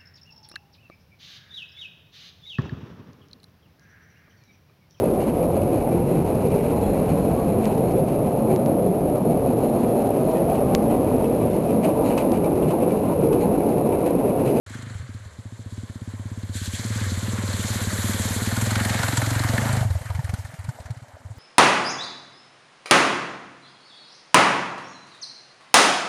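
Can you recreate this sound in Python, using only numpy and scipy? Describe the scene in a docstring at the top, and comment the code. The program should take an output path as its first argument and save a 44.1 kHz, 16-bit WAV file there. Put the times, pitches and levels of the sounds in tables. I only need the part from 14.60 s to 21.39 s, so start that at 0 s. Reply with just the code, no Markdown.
"""Trail motorcycle through a puddle

Beside a dirt track, open air, one microphone. A single-cylinder bike comes in from a distance, ploughs
through a long puddle, passes close and coasts away, throttle shut, firing unevenly. Each firing thumps
in the silencer, barks in the header pipe and clacks in the cylinder; unburnt gas pops in the tailpipe.
Underneath, engine and tyres drone, chain and valves rattle, spray and then grit hiss."""
import sys
import numpy as np
from scipy import signal
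from scipy.fft import rfft, irfft
from scipy.io import wavfile

SR = 44100
rng = np.random.default_rng(int(sys.argv[2]) if len(sys.argv) > 2 else 0)


def dump_mix(stems):
    """Bounce the given channels to the path in sys.argv[1] as a 16-bit WAV at rate SR."""
    frames = np.atleast_2d(stems).T  # one column per channel
    limited = np.clip(frames, -1, 1)  # hard clip at full scale
    pcm = np.round(limited * 32767).astype(np.int16)
    wavfile.write(sys.argv[1], SR, pcm)


N = 299244

# Firings, heard from the trackside: t/s, thump level/dB, thump f/Hz, thump swell/ms,
# bark level/dB, relative clack level/dB
FIRINGS = [(0.067, -35.5, 93.6, 13, -54, -37.5), (0.107, -33, 99, 14, -34.5, -39.5),
           (0.155, -28.5, 114, 7.8, -31, -37.5), (0.193, -31, 113, 8.7, -35, -47),
           (0.232, -30, 114, 11, -35, -44), (0.27, -29, 115, 8.7, -36, -45),
           (0.308, -29, 112, 11.5, -38, -45), (0.354, -24.5, 97, 8.3, -60, -44),
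           (0.4, -25.5, 93, 9, -47, -49), (0.428, -32.5, 125.4, 15, -46, -54),
           (0.494, -30, 99, 12, -34, -55), (0.549, -27, 103, 10.4, -37.5, -48),
           (0.604, -35, 101, 17, -52, -52), (0.66, -31, 92.5, 9.3, -49, -52),
           (0.708, -43, 77.6, 25, -63, -58), (0.79, -29, 107, 7.8, -36.5, -55),
           (0.857, -28.5, 104, 9.9, -36, -60), (0.925, -31, 109, 11.4, -35.5, -55),
           (0.995, -30, 107, 11.4, -35.5, -66), (1.063, -27, 101, 8.4, -34.5, -55),
           (1.126, -27, 102, 9.4, -34, -56), (1.181, -25.5, 100, 10.4, -31, -48),
           (1.236, -27, 104, 7.1, -30.5, -54), (1.3, -26.5, 99, 6.6, -34, -47),
           (1.359, -28, 101, 6.9, -30.5, -65), (1.42, -26, 106, 6.9, -32, -51),
           (1.478, -26, 100, 11.3, -29.5, -50), (1.539, -27.5, 102, 13, -29.5, -50),
           (1.598, -26, 101, 11, -32, -47), (1.658, -24, 103, 8.9, -31, -60),
           (1.718, -24.5, 103, 9, -30.5, -65), (1.777, -25.5, 102, 9.9, -29.5, -59),
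           (1.836, -23.5, 99, 9.7, -29.5, -43), (1.897, -23, 97, 11.3, -29.5, -46),
           (1.956, -23, 95, 12.3, -28.5, -55), (2.018, -23, 94.5, 9.2, -29.5, -54),
           (2.079, -22, 91.5, 10.3, -28, -51), (2.138, -22.5, 95, 8.6, -27, -50),
           (2.197, -24, 107, 9.1, -27.5, -41), (2.252, -23, 109, 16, -23, -35),
           (2.306, -21, 105, 14, -25.5, -39), (2.361, -21, 104, 14, -24, -37.5),
           (2.416, -19.5, 101, 16, -23, -36), (2.467, -21, 97, 16, -27, -42),
           (2.521, -20, 95, 14, -22, -47), (2.576, -20, 99, 9, -26, -45), (2.632, -21, 105, 14, -23.5, -40),
           (2.684, -20.5, 107, 15, -21, -39), (2.735, -19, 104, 11.7, -22, -37),
           (2.788, -21.5, 104.6, 14, -21.5, -33), (2.838, -21, 102, 16, -22, -36),
           (2.89, -20, 100, 12.6, -24, -35), (2.942, -19.5, 99, 9.5, -25.5, -29.5),
           (2.996, -21, 100, 10.4, -23, -43), (3.049, -21, 103, 9, -22, -34),
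           (3.105, -18.5, 105, 10, -24, -44), (3.159, -20.5, 101, 9.3, -22.5, -41),
           (3.217, -20.5, 100, 12, -21.5, -31), (3.274, -18.5, 97, 8.7, -22, -43),
           (3.333, -21, 100, 12, -21, -38), (3.389, -20, 97, 11.6, -22, -35),
           (3.445, -18.5, 104, 12, -19.5, -41), (3.496, -21, 102, 12, -18, -32),
           (3.546, -21.5, 100, 9.9, -21.5, -30.5), (3.6, -18.5, 97, 10, -20.5, -29),
           (3.656, -19.5, 102, 9.8, -20.5, -39), (3.709, -20, 99, 10, -22, -48),
           (3.765, -20.5, 99, 12.6, -21, -39), (3.821, -19.5, 108, 9, -20.5, -42),
           (3.875, -18.5, 100, 9.5, -18.5, -28.5), (3.927, -18.5, 109, 8.4, -21, -26),
           (3.977, -18, 108, 10, -18.5, -26), (4.025, -16, 114, 10, -19.5, -23.5),
           (4.073, -17.5, 108, 11.4, -20.5, -22), (4.12, -18.5, 107, 11.4, -20, -21),
           (4.167, -17, 104, 10, -19.5, -21), (4.212, -18, 102, 10, -19, -22),
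           (4.261, -19.5, 103, 11, -19.5, -20), (4.308, -17.5, 105, 7.9, -22, -20),
           (4.354, -19.5, 107, 9.9, -21, -21.5), (4.401, -18, 110, 5.2, -27, -21),
           (4.442, -18, 106, 9.6, -29, -21), (4.491, -17.5, 115, 5.7, -28, -18.5),
           (4.534, -19, 110, 7.7, -22, -22.5), (4.582, -13.5, 116, 8.3, -26, -18),
           (4.628, -17.5, 111, 9.9, -24.5, -23), (4.674, -17, 109, 9.3, -25, -23.5),
           (4.717, -17, 111, 10.4, -24.5, -20.5), (4.764, -14.5, 109, 7.7, -27.5, -26),
           (4.806, -16, 109, 8.1, -24, -24.5), (4.85, -14.5, 107, 7.8, -25, -25),
           (4.897, -16, 109, 8.9, -23.5, -25), (4.941, -14, 113, 6.7, -22.5, -23.5),
           (4.984, -19, 115, 11, -19, -24.5), (5.023, -16, 119, 7.6, -22, -26),
           (5.059, -18, 119, 8.5, -23.5, -26), (5.096, -15.5, 117, 10, -31, -24),
           (5.135, -13.5, 116, 7.8, -26, -27), (5.174, -14.5, 115, 8.1, -25, -26),
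           (5.214, -12.5, 114, 7, -31, -29.5), (5.253, -14, 107, 10.7, -30, -42),
           (5.314, -13, 91, 14, -60, -37), (5.362, -15, 89.6, 14, -60, -41),
           (5.424, -24, 98, 6.6, -62, -39), (5.465, -26, 109, 14, -50, -41),
           (5.511, -18, 93, 13.5, -60, -36), (5.559, -18.5, 89, 14.3, -60, -33.5),
           (5.601, -16, 125, 9.7, -60, -38.5), (5.654, -18.5, 92, 12, -60, -34.5),
           (5.703, -19, 91, 11.5, -60, -35), (5.748, -16, 96, 8, -25, -33.5),
           (5.798, -23.5, 95, 15, -60, -40), (5.859, -25.5, 93, 9.3, -60, -40),
           (5.899, -35, 111, 12, -60, -48), (5.95, -30, 152, 6.7, -43, -42.5),
           (6.0, -25.5, 93, 14.6, -60, -42), (6.052, -30, 94, 17, -48, -42),
           (6.098, -17.5, 121, 9.1, -59, -38), (6.159, -44, 112, 12, -57.5, -58),
           (6.211, -30.5, 82, 9.5, -43, -42.5), (6.266, -30, 83, 9.7, -60, -40.5),
           (6.314, -20.5, 114, 11.6, -52, -38), (6.379, -31, 115, 10, -56, -50),
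           (6.433, -33, 118, 10, -44, -51), (6.49, -48, 104, 15, -65, -54),
           (6.547, -37.5, 90, 13, -58, -61), (6.615, -46, 106, 8.7, -60, -55),
           (6.662, -29, 93, 13, -54, -57), (6.713, -28, 106, 14, -60, -52), (6.781, -35, 87, 13, -65, -60)]
# The bike passing the microphone: t/s, bark f/Hz, clack peak ahead of the firing/ms,
# thump onset ahead of the firing/ms, heard from behind/0-1, dulled by distance/0-1
PASS_BY = [(0, 237, 8.3, 4.5, 0.08, 0.58), (1.9, 233, 5.8, 5.1, 0.08, 0.36),
           (2.4, 215, 10, 4.4, 0.05, 0.37), (3.5, 216, 10.8, 3.8, 0.07, 0), (4.0, 223, 10.1, 3.8, 0.2, 0),
           (4.35, 210, 10.6, 4.2, 0.44, 0.13), (4.5, 268, 7.4, 5.1, 0.35, 0.05),
           (4.85, 275, 11.4, 4.7, 0.74, 0), (4.95, 214, 3.8, 3.3, 0.52, 0), (5.27, 212, 6, 4.4, 0.6, 0.05),
           (5.29, 197, 7.9, 16.9, 0.96, 0), (6.8, 200, 6, 15.5, 0.86, 0.48)]
# Modes a clack rings: f/Hz, width/Hz, relative level/dB from the front, the same from behind
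CLACK_MODES = [(657, 210, -5, -2.5), (940, 200, -8.5, 1), (1450, 115, -0.5, -4), (1784, 180, -2, 2),
               (2095, 440, -5.5, -7.5), (3300, 350, -3.5, -18.5), (4180, 360, -4, -5),
               (5870, 1600, -22.5, -9), (7300, 1100, -2, -10), (9500, 1100, -16.5, -5)]
# Hollow pops in the tailpipe: t/s, peak level/dB, f/Hz
TAILPIPE_POPS = [(0.139, -35.5, 1580), (4.933, -24.5, 515), (5.228, -22.5, 717), (5.305, -30.5, 550),
                 (5.353, -29.5, 640), (5.502, -30.5, 686), (5.592, -30, 900), (5.693, -36, 860),
                 (5.738, -37.5, 760), (6.089, -35, 940), (6.187, -34, 668), (6.567, -37.5, 630)]
# Rolling noise at the microphone: t/s, drone level/dB, rattle level/dB, hiss level/dB
ROLLING_LEVELS = [(0.07, -53, -53, -51), (0.15, -50.5, -48, -45.5), (0.25, -51, -48, -53),
                  (0.33, -48.5, -50, -50), (0.45, -55.5, -53.5, -53.5), (0.7, -54.5, -57.5, -54.5),
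                  (0.95, -54.5, -59.5, -54.5), (1.18, -52.5, -58.5, -51), (1.4, -53.5, -55.5, -53),
                  (1.7, -50.5, -54.5, -52), (1.925, -50.5, -55, -49), (1.945, -50, -61, -36.5),
                  (1.975, -49, -48, -33.5), (2.01, -53, -51, -38.5), (2.06, -46.5, -49, -33),
                  (2.1, -49, -48, -42), (2.15, -46, -52, -32), (2.21, -42.5, -44, -36.5),
                  (2.3, -46, -45, -38), (2.36, -43, -38.5, -34), (2.45, -41, -40.5, -37),
                  (2.6, -40.5, -44.5, -36), (2.8, -37.5, -40.5, -38.5), (3, -38.5, -42, -33),
                  (3.2, -36, -37, -33), (3.27, -39.5, -39.5, -35), (3.35, -36.5, -38, -32.5),
                  (3.55, -37, -38, -32.5), (3.7, -35.5, -39.5, -32), (3.85, -37.5, -38, -33.5),
                  (4, -37, -37, -33), (4.15, -36, -36.5, -34), (4.3, -34.5, -33.5, -33),
                  (4.45, -35, -32, -32), (4.55, -38, -36.5, -34), (4.7, -35.5, -36, -35),
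                  (4.85, -37.5, -32.5, -36), (4.95, -32.5, -37, -35.5), (5.05, -30.5, -33, -36),
                  (5.15, -31.5, -34.5, -38), (5.22, -35.5, -38, -39.5), (5.245, -36.5, -45, -42),
                  (5.27, -43, -48, -48.5), (5.33, -47, -46.5, -46), (5.42, -45, -51, -49),
                  (5.48, -49, -41.5, -47.5), (5.53, -48, -49.5, -49), (5.65, -48, -49.5, -51.5),
                  (5.8, -50, -52, -49.5), (5.9, -50.5, -53, -53.5), (6.05, -53.5, -52.5, -54),
                  (6.2, -49.5, -56, -54.5), (6.35, -52.5, -56, -58), (6.55, -54, -58.5, -60.5),
                  (6.78, -53.5, -60, -59)]
# Spectra of the rolling noise, each: f/Hz, relative level/dB
DRONE_FRONT_SPECTRUM = [(150, 7), (300, -10.5), (400, -4), (550, -1), (750, -13.5), (1050, -4.5),
                        (1300, -19), (2000, -33)]   # engine and tyres, coming
DRONE_REAR_SPECTRUM = [(150, -29), (250, 0), (350, -17), (480, -7), (640, -0.5), (780, -3), (900, -3),
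                       (1200, -15), (2000, -27)]   # engine and tyres, going away
RATTLE_SPECTRUM = [(700, -52), (1100, -5.5), (1600, -2.5), (2200, -7), (2600, -16.5), (3200, -14)]             # chain and valve gear
SPRAY_SPECTRUM = [(1500, -0.5), (2300, -6.5), (2700, -9.5), (3300, -2.5), (4260, -1), (4700, -6),
                  (5400, -9), (7360, 0.5), (8900, -6.5), (10200, -5), (13100, -9), (14200, -5)]                # puddle water
GRIT_SPECTRUM = [(1500, -34), (2600, -5), (4200, -3), (5600, -4), (7700, -1.5), (11700, -7), (14200, 1)]                 # dry track

LEAD_IN = SR // 36   # samples laid down ahead of each firing


def engine():
    """The single cylinder, firing by firing, its tone changing as it passes the microphone."""
    times, thump_db, thump_hz, swell_ms, bark_db, clack_db = np.transpose(FIRINGS)[:, :, None]
    path_times, *path = np.transpose(PASS_BY)
    bark_hz, lead_ms, rise_ms, behind, _ = (np.interp(times, path_times, column) for column in path)
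    t = (np.arange(SR // 7) - LEAD_IN) / SR
    exhaust = silencer_thump(t, thump_db, thump_hz, rise_ms, swell_ms)
    exhaust += header_bark(t, bark_db, bark_hz, rise_ms)
    return lay(times, exhaust, LEAD_IN) + cylinder_clacks(times, t, clack_db, lead_ms, behind)


def silencer_thump(t, level_db, hz, rise_ms, swell_ms):
    """A firing rings the silencer on one low note; off the throttle the onset is rounder."""
    roundness = np.maximum(rise_ms / 6.2, 1)
    return from_db(level_db) * swell(t, rise_ms, swell_ms, roundness) * np.cos(2 * np.pi * hz * t)


def header_bark(t, level_db, hz, rise_ms, knock_hz=323):
    """A firing rings two modes of the header pipe: a bark and a shorter, higher knock."""
    bark = swell(t, rise_ms - .6, swell_ms=4.84, power=1.45) * np.cos(2 * np.pi * hz * t)
    knock = swell(t, rise_ms - 1.5, swell_ms=2.7, power=1.6) * np.cos(2 * np.pi * knock_hz * t)
    return from_db(level_db) * bark + from_db(level_db - 11) * knock


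def cylinder_clacks(times, t, level_db, lead_ms, behind, swell_ms=3.48):
    """A short burst of noise in the cylinder at each firing, favouring other modes each time."""
    burst = swell(t, lead_ms + swell_ms, swell_ms, power=0.74)[:, :SR // 15]
    scatter_db = rng.normal(0, 4.5, (len(times), len(CLACK_MODES)))
    out = np.zeros(N)
    for k, (hz, width_hz, front_db, rear_db) in enumerate(CLACK_MODES):
        mode_db = level_db - 9.5 + front_db + behind * (rear_db - front_db) + scatter_db[:, k:k + 1]
        envelope = lay(times, from_db(mode_db) * burst, LEAD_IN)
        out += resonance(envelope * rng.standard_normal(N) + 1e-18, hz, width_hz)
    return out


def tailpipe_pops():
    """Unburnt gas goes off in the tailpipe: a short ring on one pitch."""
    times, peak_db, hz = np.transpose(TAILPIPE_POPS)[:, :, None]
    t = np.arange(SR // 20) / SR
    rings = from_db(peak_db) * swell(t, 0, swell_ms=1.85) * np.sin(2 * np.pi * hz * t)
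    return lay(times, rings, 0)


def rolling():
    """The bed under the firings: drone, rattle of chain and valve gear, and hiss from the track."""
    drone_db, rattle_db, hiss_db = in_time(ROLLING_LEVELS)
    *_, behind, dull = (np.clip(column, 0, 1) for column in in_time(PASS_BY))
    throb = crank_throb(behind)
    drone = running_drone(behind, throb)
    rattle = coloured(grainy(per_s=500, spread_db=2, smooth=1.4), RATTLE_SPECTRUM, flicker_db=1.5)
    hiss = spray_and_grit(behind, dull)
    return from_db(drone_db) * drone + from_db(rattle_db) * rattle * np.sqrt(throb) + from_db(hiss_db) * hiss


def crank_throb(behind, depth_db=1):
    """A gain that swings once a crank turn, two turns to a firing, deepest from behind."""
    turns = 2 * np.interp(np.arange(N) / SR, np.array(FIRINGS)[:, 0], np.arange(len(FIRINGS)))
    return from_db(depth_db * behind * np.cos(2 * np.pi * (turns - .1)))


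def running_drone(behind, throb):
    """Engine and tyres drone: deep on the approach, higher and throbbing once past the microphone."""
    front = coloured(grainy(per_s=400, spread_db=1.5, smooth=1.86), DRONE_FRONT_SPECTRUM, flicker_db=1.5)
    rear = coloured(grainy(per_s=300, spread_db=2.5, smooth=1.4), DRONE_REAR_SPECTRUM, flicker_db=1.5)
    return (1 - behind) * front + np.sqrt(1 - (1 - behind) ** 2) * rear * throb


def spray_and_grit(behind, dull, distant_cut_hz=11500):
    """Tyres throw up water, then grit as the puddle is left behind; distance takes off the top."""
    spray = coloured(grainy(per_s=4000, spread_db=3.5, smooth=1.94), SPRAY_SPECTRUM, flicker_db=1.65)
    grit = coloured(grainy(per_s=4400, spread_db=2.5, smooth=3.5), GRIT_SPECTRUM, flicker_db=2.4)
    near = np.sqrt(1 - behind ** 2) * spray + behind * grit
    distant = signal.sosfilt(signal.butter(3, distant_cut_hz, fs=SR, output="sos"), near)
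    return near + dull * (distant - near)


def from_db(db):
    return 10 ** (np.asarray(db) / 20)


def rms_one(x):
    return x / np.sqrt(np.mean(x ** 2) + 1e-20)


def in_time(rows):
    """One curve per column after t/s, sample by sample."""
    times, *columns = np.transpose(rows)
    return [np.interp(np.arange(N) / SR, times, column) for column in columns]


def drift(hz):
    """Slow random wander: coarse noise through a double one-pole low-pass, rms 1."""
    r = np.exp(-80 * np.pi * hz / SR)
    slow = signal.lfilter([1], [1, -2 * r, r * r], rng.standard_normal(N // 40 + 2002))[2000:]
    return np.interp(np.arange(N) / 40, np.arange(len(slow)), rms_one(slow))


def coloured(source, spectrum, flicker_db):
    """Shapes a source by a spectrum; half octaves flicker partly alone, partly together; rms 1."""
    hz = np.maximum(np.fft.rfftfreq(N, 1 / SR), 1)
    points_hz, db = np.transpose(spectrum)
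    shaped = rfft(source) * from_db(np.interp(np.log(hz), np.log(points_hz), db, left=-70, right=-70))
    half_octave = 2 * np.log2(hz)
    together = drift(hz=28)
    out = 0
    for band in range(int(2 * np.log2(points_hz[0])), int(2 * np.log2(points_hz[-1])) + 2):
        window = np.clip(1 - abs(half_octave - band), 0, 1)   # neighbouring windows add up to one
        out += irfft(shaped * window, N) * from_db(flicker_db * (0.33 * together + drift(hz=28)))
    return rms_one(out)


def grainy(per_s, spread_db, smooth):
    """Random clicks of uneven size over smooth noise."""
    sizes = from_db(spread_db * np.minimum(rng.exponential(1, N), 5)) * rng.choice([-1, 1], N)
    clicks = sizes * (rng.random(N) < per_s / SR)
    return rms_one(clicks) + smooth * rng.standard_normal(N)


def swell(t, early_ms, swell_ms, power=1):
    """Pressure starts early_ms before t = 0, builds to 1 over swell_ms and leaks away."""
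    u = np.maximum(1000 * t + early_ms, 0) / np.maximum(swell_ms, 1)
    return (u * np.exp(1 - u)) ** power


def lay(times, shapes, lead_in):
    """Adds one shape per event to the time line, starting lead_in samples early."""
    out = np.zeros(N)
    at = np.round(times * SR).astype(int) + np.arange(shapes.shape[1]) - lead_in
    inside = (at >= 0) & (at < N)
    np.add.at(out, at[inside], shapes[inside])
    return out


def resonance(x, hz, width_hz):
    """Two-pole band-pass; white noise keeps its rms."""
    r = np.exp(-np.pi * width_hz / SR)
    gain = np.sqrt((1 - r * r) / 2)
    return signal.lfilter([gain, 0, -gain], [1, -2 * r * np.cos(2 * np.pi * hz / SR), r * r], x)


def scene():
    """The motorcycle from the trackside, in open air, mono."""
    return (engine() + tailpipe_pops() + rolling())[None, :]


def record(dry):
    """The microphone opens just after the start, rounds peaks and lacks deepest bass and highest treble."""
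    open_s, low_cut_hz, high_cut_hz, ceiling = 0.062, 32, 14300, 0.58
    opened = np.clip((np.arange(N) / SR - open_s) / .003, 0, 1)
    thin = signal.sosfilt(signal.butter(2, low_cut_hz, "high", fs=SR, output="sos"), dry * opened)
    rounded = ceiling * np.tanh(thin / ceiling)
    return signal.sosfilt(signal.cheby2(14, 70, high_cut_hz, fs=SR, output="sos"), rounded)


dry = scene()
out = record(dry)
dump_mix(out)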